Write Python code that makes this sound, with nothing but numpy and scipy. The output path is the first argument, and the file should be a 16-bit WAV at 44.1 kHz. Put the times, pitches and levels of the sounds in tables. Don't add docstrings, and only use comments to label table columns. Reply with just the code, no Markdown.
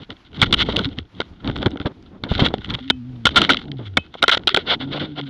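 import sys
import numpy as np
from scipy import signal
from scipy.io import wavfile
from scipy.ndimage import uniform_filter1d

SR = 44100
rng = np.random.default_rng(int(sys.argv[2]) if len(sys.argv) > 2 else 0)


def voltage_ratio(level):
    return 10 ** (np.asarray(level, float) / 20)


def wav_record(signal):
    frames = np.transpose(np.atleast_2d(signal))
    bounded = np.clip(frames, -1, 1)
    quanta = np.round(bounded * 32767).astype(np.int16)
    wavfile.write(sys.argv[1], SR, quanta)


N = 233447

# [f/Hz, width/Hz, level/dB]
WALL_MODES = [(1440, 247, 13.5), (860, 1200, -2.5)]
PORT_MODES = [(3353, 1110, 7), (3600, 600, -20)]
LID_MODES = [(2158, 524, 0.0057)]
# [t/s, rise/ms, fall/ms, level/dB]
STRAP_CHATTER = (.6185, 33, 11, -14)

HARD_DB = -15
KNOCK_TREBLE_DB, COAT_TREBLE_DB = -25.5, -44


def ring(x, modes, order=2):
    out = 0
    for k, (hz, width_hz, db) in enumerate(modes):
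        y = x
        for _ in range(order):
            y = signal.lfilter(*signal.iirpeak(hz, hz / width_hz, fs=SR), y)
        out = out + (-1) ** k * voltage_ratio(db) * y
    return out


def walk(rate_hz):
    hold = int(SR / rate_hz)
    levels = np.repeat(rng.standard_normal(N // hold + 1), hold)
    return 1.2 * uniform_filter1d(levels, hold)[:N]


def grains(spread_db):
    return rng.standard_normal(N) * voltage_ratio(spread_db * rng.exponential(size=N))


def unit(x):
    return x / np.sqrt(np.mean(x ** 2))


def curve(table):
    s, *columns = np.transpose(table)
    return [np.interp(np.arange(N) / SR, s, c) for c in columns]


def seal(x):
    return signal.sosfilt(signal.butter(6, 4500., fs=SR, output="sos"), x)


def add(out, s, rise_ms, fall_ms, db, source, body=None, order=2):
    start = max(int((s - 0.0028 * rise_ms) * SR), 0)
    stop = min(int((s + .0025 * fall_ms + .01) * SR), N)
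    ms = (np.arange(start, stop) / SR - s) * 1000
    swell = voltage_ratio(-9 * np.where(ms <= 0, (ms / rise_ms) ** 2, (ms / fall_ms) ** order))
    y = swell * source[start:stop]
    if body is not None:
        y = ring(y, body)
    out[start:stop] += voltage_ratio(db) * y * np.sqrt(np.sum(swell ** 2) / np.sum(y ** 2))


def contacts():
    # [t/s, fall/ms, level/dB, wall share/dB, lid share/dB]
    knocks = [(0.4169, 4.2, -6.5, -9.5, -13.5), (0.4253, 13, -9, -4.5, -4), (0.5269, 4.9, -8, -10, -12),
              (.533, 6.5, -20, -7, -5), (0.5398, 6.5, -8.5, -12, -10), (0.767, 1.6, -8.5, -21, -28),
              (0.792, 2.7, -13.5, -3.5, -25), (2.9009, 7.2, -8, -8.5, -9), (3.254, 35, -24.5, -20, -25),
              (3.255, 6, -6.5, -6.5, -7), (3.267, 7.3, -8, -2, -25), (3.3596, 27.2, -7.5, -3.5, -10),
              (3.4174, 5, -8.5, -5.5, -13.5), (3.4932, 4.7, -9, -3.5, -1), (3.4985, 26, -14.5, -10.5, -9.5),
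              (3.5016, 4.5, -6.5, -1, -16.5), (3.9713, 6.6, -7, -6, -4), (4.2227, 20, -21, -4.5, -2),
              (4.227, 4.3, -7, -5.5, -14.5), (4.2389, 3.2, -6, -.4, -18.5), (4.2808, 4.5, -7, -5.5, -7),
              (4.2932, 8.6, -9, -3.5, -5), (4.3145, 2.8, -14, -15, -21), (4.317, 26, -12, -4, -14),
              (4.3475, 3.4, -11, -4.5, -19), (4.3725, 3.9, -18.5, -5.5, -7.5), (4.3762, 1.7, -15, -10, -9),
              (4.473, 9.9, -9, -10, -20.5), (4.4917, 3.9, -13, -6, -11), (4.5458, 3, -7, -7, -9),
              (4.564, 3.4, -10, -10, -14), (4.5726, 2, -7.5, -3.5, -5.5)]
    # [t/s, level/dB, wall share/dB]
    ticks = [(0.1047, -23.5, -8), (0.51, -27, -9), (0.651, -36, -18), (0.6616, -30, -11), (0.762, -16, -26),
             (0.8463, -15.5, -11.5), (0.89, -36, -9), (0.9872, -18, -29), (1.2045, -12.5, -5.5),
             (1.2155, -19, -2), (1.476, -18.5, -11.5), (1.5643, -20, -4.5), (1.6206, -25, -10),
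             (1.629, -17.5, -5), (1.7728, -27, -3), (2.352, -16, -6), (2.4729, -20, -6), (2.5401, -19, -36),
             (2.5834, -32, -9.3), (4.803, -31, -1), (2.705, -17, -7), (3.291, -19, -4),
             (3.5225, -11.5, -28), (3.5347, -11, -25), (3.545, -13, -4), (3.5704, -13.5, -37),
             (3.7175, -24.5, -22), (4.1411, -27.5, -4), (4.3045, -21.5, -1.5), (5.213, -25, -25),
             (0.4439, -16, -4), (1.559, -25.5, -3), (1.682, -32, -2), (1.716, -38.5, -20), (.402, -26, -25),
             (0.697, -30, -30), (.855, -17.5, -14), (2.617, -35, 0), (2.646, -22.5, -10), (2.657, -32, -14),
             (2.661, -35, -12), (2.674, -40, -7), (2.7, -24, -19), (2.714, -31, -3), (2.74, -19, -18),
             (2.745, -18.5, -12), (2.75, -17, -11), (2.791, -32, -16), (2.879, -33, -20), (2.884, -36, -14),
             (2.895, -37, -25), (4.984, -29, -11), (4.422, -56, -4), (3.4492, -10.5, -8), (.168, -42.5, -9),
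             (.331, -39, -5), (0.347, -40, 1.5), (2.486, -23.5, -15), (3.323, -35, -16), (3.655, -42, -15)]
    # [t/s, fall/ms, level/dB]
    swipes = [
        (.762, 56, -29.5),
        (1.716, 6, -45),
        (1.8001, 39, -44.5),
        (1.8593, 17, -28.5),
        (2.238, 13, -34),
        (2.396, 18, -16),
        (3.308, 16, -33),
        (3.77, 100, -49.5),
        (3.9907, 89, -53),
        (4.259, 54, -38.5),
    ]
    # [t/s, rise/ms, level/dB]
    pulls = [(0.039, 40, -42.5), (0.3676, 20, -36), (0.462, 63, -30.5), (0.856, 46, -31.5),
             (.9309, 37, -47), (1.6687, 5.8, -21.5), (2.4642, 18, -14), (2.7499, 13, -32),
             (2.8034, 40, -43.5), (3.4057, 41, -21), (3.44, 16, -18.5), (3.4707, 61, -32.5),
             (3.875, 25, -38), (4.1551, 18, -41), (4.197, 24, -41.5)]
    # [t/s, rise and fall/ms, level/dB]
    rubs = [(0.114, 16, -42.5), (0.704, 40, -29.5), (0.987, 18, -43), (1.2036, 51, -48), (1.482, 27, -41.5),
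            (1.6025, 84, -45.5), (2.328, 31, -28), (2.423, 49, -25.5), (2.545, 13, -37), (2.7036, 18, -34),
            (2.889, 38, -52), (3.58, 46, -37.5), (4.338, 16, -16), (.49, 30, -45.5), (2.63, 30, -44.5),
            (2.84, 17, -43), (.262, 17, -50), (.69, 6.1, -28), (1.455, 11, -41)]
    # [t/s, peak/dB, treble/dB]
    crackles = [(1.4458, -24, -63), (1.499, -20, -49), (1.514, -26, -46), (1.5775, -30, -40),
                (1.6604, -7.5, -52), (1.708, -36, -40), (1.758, -37, -60), (1.8006, -20, -52),
                (1.8156, -22, -60), (2.027, -46.5, -48), (2.238, -14, -48), (3.346, -25, -55),
                (3.6168, -25, -66), (3.64, -36, -62), (3.94, -46, -68), (4.064, -38, -73),
                (4.3947, -34, -69), (4.436, -32, -64)]
    # [t/s, rise/ms, fall/ms, level/dB]
    presses = [(4.502, 1.9, 21.5, -25.5), (4.5865, 33, 33, -31.5), (4.68, 15, 18, -24.5),
               (4.712, 22, 17.5, -14), (4.738, 14, 12.2, -18.5), (4.8126, 13, 30, -29),
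               (4.895, 20, 8.4, -50), (4.9358, 18, 12, -26), (4.975, 25, 4.4, -28.5),
               (4.9973, 1.2, 42.5, -26.5), (5.055, 15, 6.8, -34.5), (5.11, 40, 40, -50.5),
               (5.1936, 22, 10, -28), (5.2706, 13, 16, -40.5)]
    blow_ms = 1.3
    scrape = (-9.5, -30)
    touches = [(s, blow_ms, fall, db, wall, KNOCK_TREBLE_DB, lid) for s, fall, db, wall, lid in knocks]
    touches += [(s, blow_ms, 2.08, db, wall, -31) for s, db, wall in ticks]
    touches += [(s, blow_ms, fall, db, *scrape) for s, fall, db in swipes]
    touches += [(s, rise, 0.26 * rise, db, *scrape) for s, rise, db in pulls]
    touches += [(s, ms, ms, db, *scrape) for s, ms, db in rubs]
    touches += [(s, blow_ms, 1.67, db - 3.5, -4, top - db + 3.5 - 9.5) for s, db, top in crackles]
    touches += [(*press, -8, COAT_TREBLE_DB) for press in presses]
    touches += [(*STRAP_CHATTER, *scrape)]
    return touches


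def case():
    # [f/Hz, width/Hz, level/dB]
    treble_modes = [(5120, 1900, 13), (8410, 3000, -17), (13000, 9000, -0.5)]
    low, high = np.zeros(N), np.zeros(N)
    t = np.arange(N) / SR
    jerks = unit(grains(spread_db=2.0) * voltage_ratio(4.07 * walk(300)))
    rattle = unit(grains(spread_db=0.5) * voltage_ratio(0.51 * walk(300)))
    for s, rise, fall, db, wall_db, treble_db, *own_lid in contacts():
        lid_db = own_lid[0] if own_lid else -8.5
        hard = db > HARD_DB
        dull = treble_db == COAT_TREBLE_DB
        knock = treble_db == KNOCK_TREBLE_DB
        push = np.roll(rattle if hard or dull else jerks, int(s * 9973))
        if s == STRAP_CHATTER[0]:
            push *= voltage_ratio(4 * np.cos(2 * np.pi * 165 * (t - .6035)))
        order = 4 if knock else 2
        if rise < 2.4:
            s, rise = s - .0007, .3 * rise
            push[int(s * SR)] = 5.9
        port_db = 10 * np.log10(max(1 - voltage_ratio(2 * wall_db) - voltage_ratio(2 * lid_db), .1))
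        low_db = db + .45 * max(db + 12, 0)
        wall = WALL_MODES[:1] if dull else WALL_MODES
        add(low, s, rise, fall, low_db + wall_db - .4, push, wall, order)
        add(low, s, rise, fall, low_db + port_db + 0.56, push, PORT_MODES, order)
        add(low, s, rise, fall, low_db + lid_db, push, LID_MODES, order)
        add(high, s, rise, 1.1 * fall, db + treble_db + 3.5, push, treble_modes[:2], order)
        if hard and knock:
            add(high, s, rise, min(fall, 5), db + treble_db - 1, push, treble_modes[2:])
    return seal(low) + high


def mount():
    # [t/s, fall/ms, level/dB, centre f/Hz]
    jolts = [(0.5295, 23, -19.5, 215), (0.6896, 14, -17.5, 385), (.8583, 10.6, -21.5, 148),
             (1.2034, 8.9, -19, 395), (1.7323, 100, -39.5, 238), (1.806, 19.6, -24, 195),
             (2.2387, 58, -28.5, 230), (2.4245, 2, -0.5, 183), (2.5068, 21, -29, 270),
             (2.5412, 4, -11.5, 424), (2.907, 4.9, -14.5, 265), (3.2564, 9.9, -14, 220),
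             (3.794, 42, -32.5, 262), (3.974, 11.3, -17, 333), (3.9844, 11.7, -24, 183),
             (4.154, 6.5, -29.5, 530), (4.2329, 14.2, -19.5, 355), (4.283, 6.7, -14.5, 490),
             (4.342, 6.1, -25.5, 580), (4.3725, 2.7, -18, 473), (4.3944, 45, -39.5, 230),
             (4.474, 8.9, -20, 422), (4.5459, 6.3, -18, 300), (4.5727, 4.5, -15.5, 446),
             (2.267, 3.4, -29.5, 395), (2.787, 13, -37, 580), (4.813, 25, -33.5, 700),
             (4.979, 8.2, -25.5, 600), (.794, 4, -25.5, 410), (2.317, 7.7, -20, 600), (2.394, 8, -18, 650),
             (2.462, 8.2, -20.5, 695), (1.629, 8, -25.5, 510), (1.76, 5, -25.5, 400),
             (1.499, 4, -18.5, 221)]
    # [t/s, rise/ms, fall/ms, level/dB, centre f/Hz]
    heaves = [(.0254, 160, 9.8, -38.5, 205), (0.101, 9, 28, -35, 250), (0.428, 7.8, 15.5, -15, 164.5),
              (0.4339, 57, 11, -25.5, 167), (.79, 57, 32, -22.5, 244), (0.9934, 16.3, 2.8, -24.5, 179.5),
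              (1.1988, 59, 58, -37.5, 181), (1.332, 41, 17, -46.5, 176), (1.491, 41.7, 17, -21, 195),
              (1.6161, 11, 35, -28, 232), (1.667, 9.4, 9.1, -10, 183), (1.862, 7, 12.7, -16, 252),
              (1.9103, 32, 16, -37.5, 233), (2.1477, 37, 30, -40, 222), (2.3229, 11, 2.8, -12.5, 148),
              (2.4204, 35, 51, -19, 244), (2.724, 42, 35, -25.5, 152), (3.3991, 50, 49, -20, 246),
              (3.4946, 7.1, 48, -23.5, 283), (4.5827, 12, 22, -31.5, 367), (4.729, 48, 16.3, -23, 506),
              (4.9503, 29, 24, -28, 356), (5.0146, 11, 38, -26.5, 273), (5.2, 27, 5.8, -29.5, 416)]
    # [t/s, rise/ms, fall/ms, level/dB, f/Hz]
    hums = [
        (.88, 15, 12.4, -23, 271),
        (1.012, 35, 26, -33, 80),
        (1.734, 5.5, 14, -25.5, 282),
        (3.287, 13, 20, -28, 69),
        (3.419, 12, 17, -24.5, 286),
        (3.505, 9.3, 10.3, -16, 280),
        (4.523, 11, 5.6, -32, 394),
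        (4.578, 3, 12, -18.5, 400),
    ]
    out, shake = np.zeros(N), unit(grains(spread_db=3.0))
    sharp = [(s, 0.53 / hz * 1000, fall, db, hz) for s, fall, db, hz in jolts]
    for k, (s, rise, fall, db, hz) in enumerate(sharp + heaves):
        first = max(int(s * SR) - 9000, 0)
        push = shake[first:first + 18000][::(-1) ** k].copy()
        if k < len(sharp):
            push[int((s - .6 / hz) * SR) - first] = 33.0 * (-1) ** k
        heavy_db = -11 * np.log2(hz / 150)
        modes = [(1.06 * hz, 1.61 * hz, 0), (85, 130, heavy_db), (700, 1200, -19)]
        swing = np.zeros(N)
        swing[first:first + len(push)] = ring(push, modes)
        add(out, s, rise, fall, db + 0.41, swing)
    for s, rise, fall, db, hz in hums:
        tone = np.sqrt(2) * np.sin(2 * np.pi * hz * (np.arange(N) / SR - s))
        add(out, s, rise, fall, db, tone)
    return signal.lfilter(*signal.butter(2, 1800., fs=SR), out)


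def buckle():
    # [t/s, level/dB, tongue swing/dB]
    strikes = [
        (2.903, -34, -6),
        (3.268, -22, -24),
        (3.973, -27.5, 0),
        (4.24, -28.5, -16),
    ]
    # [f/Hz, level/dB, t60/s]
    metal_modes = [(2575, 0, .17), (3066, 0, .13), (3500, -8, .06), (5410, -22, .065), (6590, -28, .05)]
    out, t = np.zeros(N), np.arange(N) / SR
    for s, db, tongue_db in strikes:
        age = np.maximum(t - s, 0)
        for k, (hz, mode_db, t60_s) in enumerate(metal_modes):
            if k == 0:
                mode_db = mode_db + tongue_db
            out += voltage_ratio(db + mode_db - 60 * age / t60_s) * np.sin(2 * np.pi * hz * age)
    return out


def wolf():
    # [t/s, pitch/Hz, first partial/dB, second partial/dB]
    growl_a = [(2.8, 124, -51, -29), (2.845, 128.8, -49, -38.5), (2.876, 135.7, -47, -34),
               (2.94, 128.9, -51, -32), (2.975, 127, -39.5, -34.5), (3.018, 118.8, -38.5, -37),
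               (3.1, 128.8, -34.5, -37), (3.169, 120.7, -37, -41), (3.25, 110, -41, -39)]
    growl_b = [(3.64, 151, -45, -55), (3.72, 142, -33, -48), (3.76, 134, -33, -39), (3.85, 105.8, -34, -48),
               (3.945, 92.7, -35, -60), (4.005, 79.3, -33, -61), (4.03, 74.6, -48, -70)]
    growl_c = [(4.78, 122.1, -36, -36), (4.822, 128.8, -44, -34), (4.854, 137.3, -34, -33),
               (5.072, 155.2, -37.5, -39.5), (5.138, 147.8, -36, -32), (5.168, 150.7, -41, -52),
               (5.178, 146.6, -34, -32.5), (5.254, 140.5, -35, -34), (5.29, 132.3, -39, -29)]
    # [pitch wobble share, level flutter/dB]
    roughness = [
        (.008, 1.3),
        (.016, 1.8),
        (.014, 1.8),
    ]
    out, t = 0, np.arange(N) / SR
    for growl, (wobble, flutter_db) in zip((growl_a, growl_b, growl_c), roughness):
        hz, first_db, second_db = curve(growl)
        since_start, to_end = t - growl[0][0], growl[-1][0] + .015 - t
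        gate = np.clip(np.minimum(since_start, to_end) / .015, 0, 1)
        phase = 2 * np.pi * np.cumsum(hz * (1 + wobble * walk(70))) / SR
        upper = np.sin(2 * phase + 2.0) + voltage_ratio(-31.5) * np.sin(3 * phase)
        voice = voltage_ratio(first_db + flutter_db * walk(54)) * np.sin(phase)
        voice += voltage_ratio(second_db + flutter_db * walk(60)) * upper
        out = out + np.sqrt(2) * gate * voice
    return out


def stir():
    # [t/s, motion/dB, extra deepest sway/dB]
    motion = [(0, -55.5, 4.5), (.24, -58, 0.5), (.47, -37.5, 1), (.83, -32, -1.5), (1.14, -69, 3),
              (1.49, -39, 3), (1.65, -35.5, -5), (1.85, -47, -8.5), (2.15, -58, 3.5), (2.36, -34, 1.5),
              (2.64, -44.5, 2), (2.98, -56, 6.5), (3.2, -53.5, -1), (3.42, -33, -9), (3.97, -53.5, -4),
              (4.47, -48, -2.5), (4.9, -41.5, -11), (5.27, -43, -17)]
    rumble_db, sway_db = curve(motion)
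    rustle_db = -55 + 0.89 * (rumble_db + 44.5)
    fur = grains(spread_db=3.5) * voltage_ratio(6.8 * walk(90))
    rustle = unit(seal(ring(fur, PORT_MODES + LID_MODES) + voltage_ratio(-4.5) * ring(fur, WALL_MODES)))
    body = grains(spread_db=2.0) * voltage_ratio(5.5 * np.tanh(walk(25)))
    sway = unit(ring(body, [(27.8, 37, 1.0), (73.4, 77, 7.1)], order=3))
    rumble = unit(ring(body, [(176.0, 240, 0.5), (290.0, 295, 4.5), (755, 490, -15.5)], order=3))
    air = rng.standard_normal(N)
    hiss = unit(ring(air, [(3340, 3700, -2.5), (895, 1500, 5.0), (9800, 4000, -17.0)]))
    moving = voltage_ratio(rumble_db + 4.0) * (rumble + voltage_ratio(sway_db) * sway)
    return voltage_ratio(rustle_db) * rustle + moving + voltage_ratio(-61.5 + 2.5 * walk(12)) * hiss


def scene():
    return (case() + mount() + buckle() + wolf() + stir())[None]


def top_cut(x):
    return signal.sosfilt(signal.butter(12, 16530, fs=SR, output="sos"), x)


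def record(dry):
    top = .8
    flat = top * dry / (top ** 4 + dry ** 4) ** (1 / 4)
    return top_cut(signal.lfilter(*signal.butter(2, 7500., fs=SR), flat))


dry = scene()
out = record(dry)
wav_record(out)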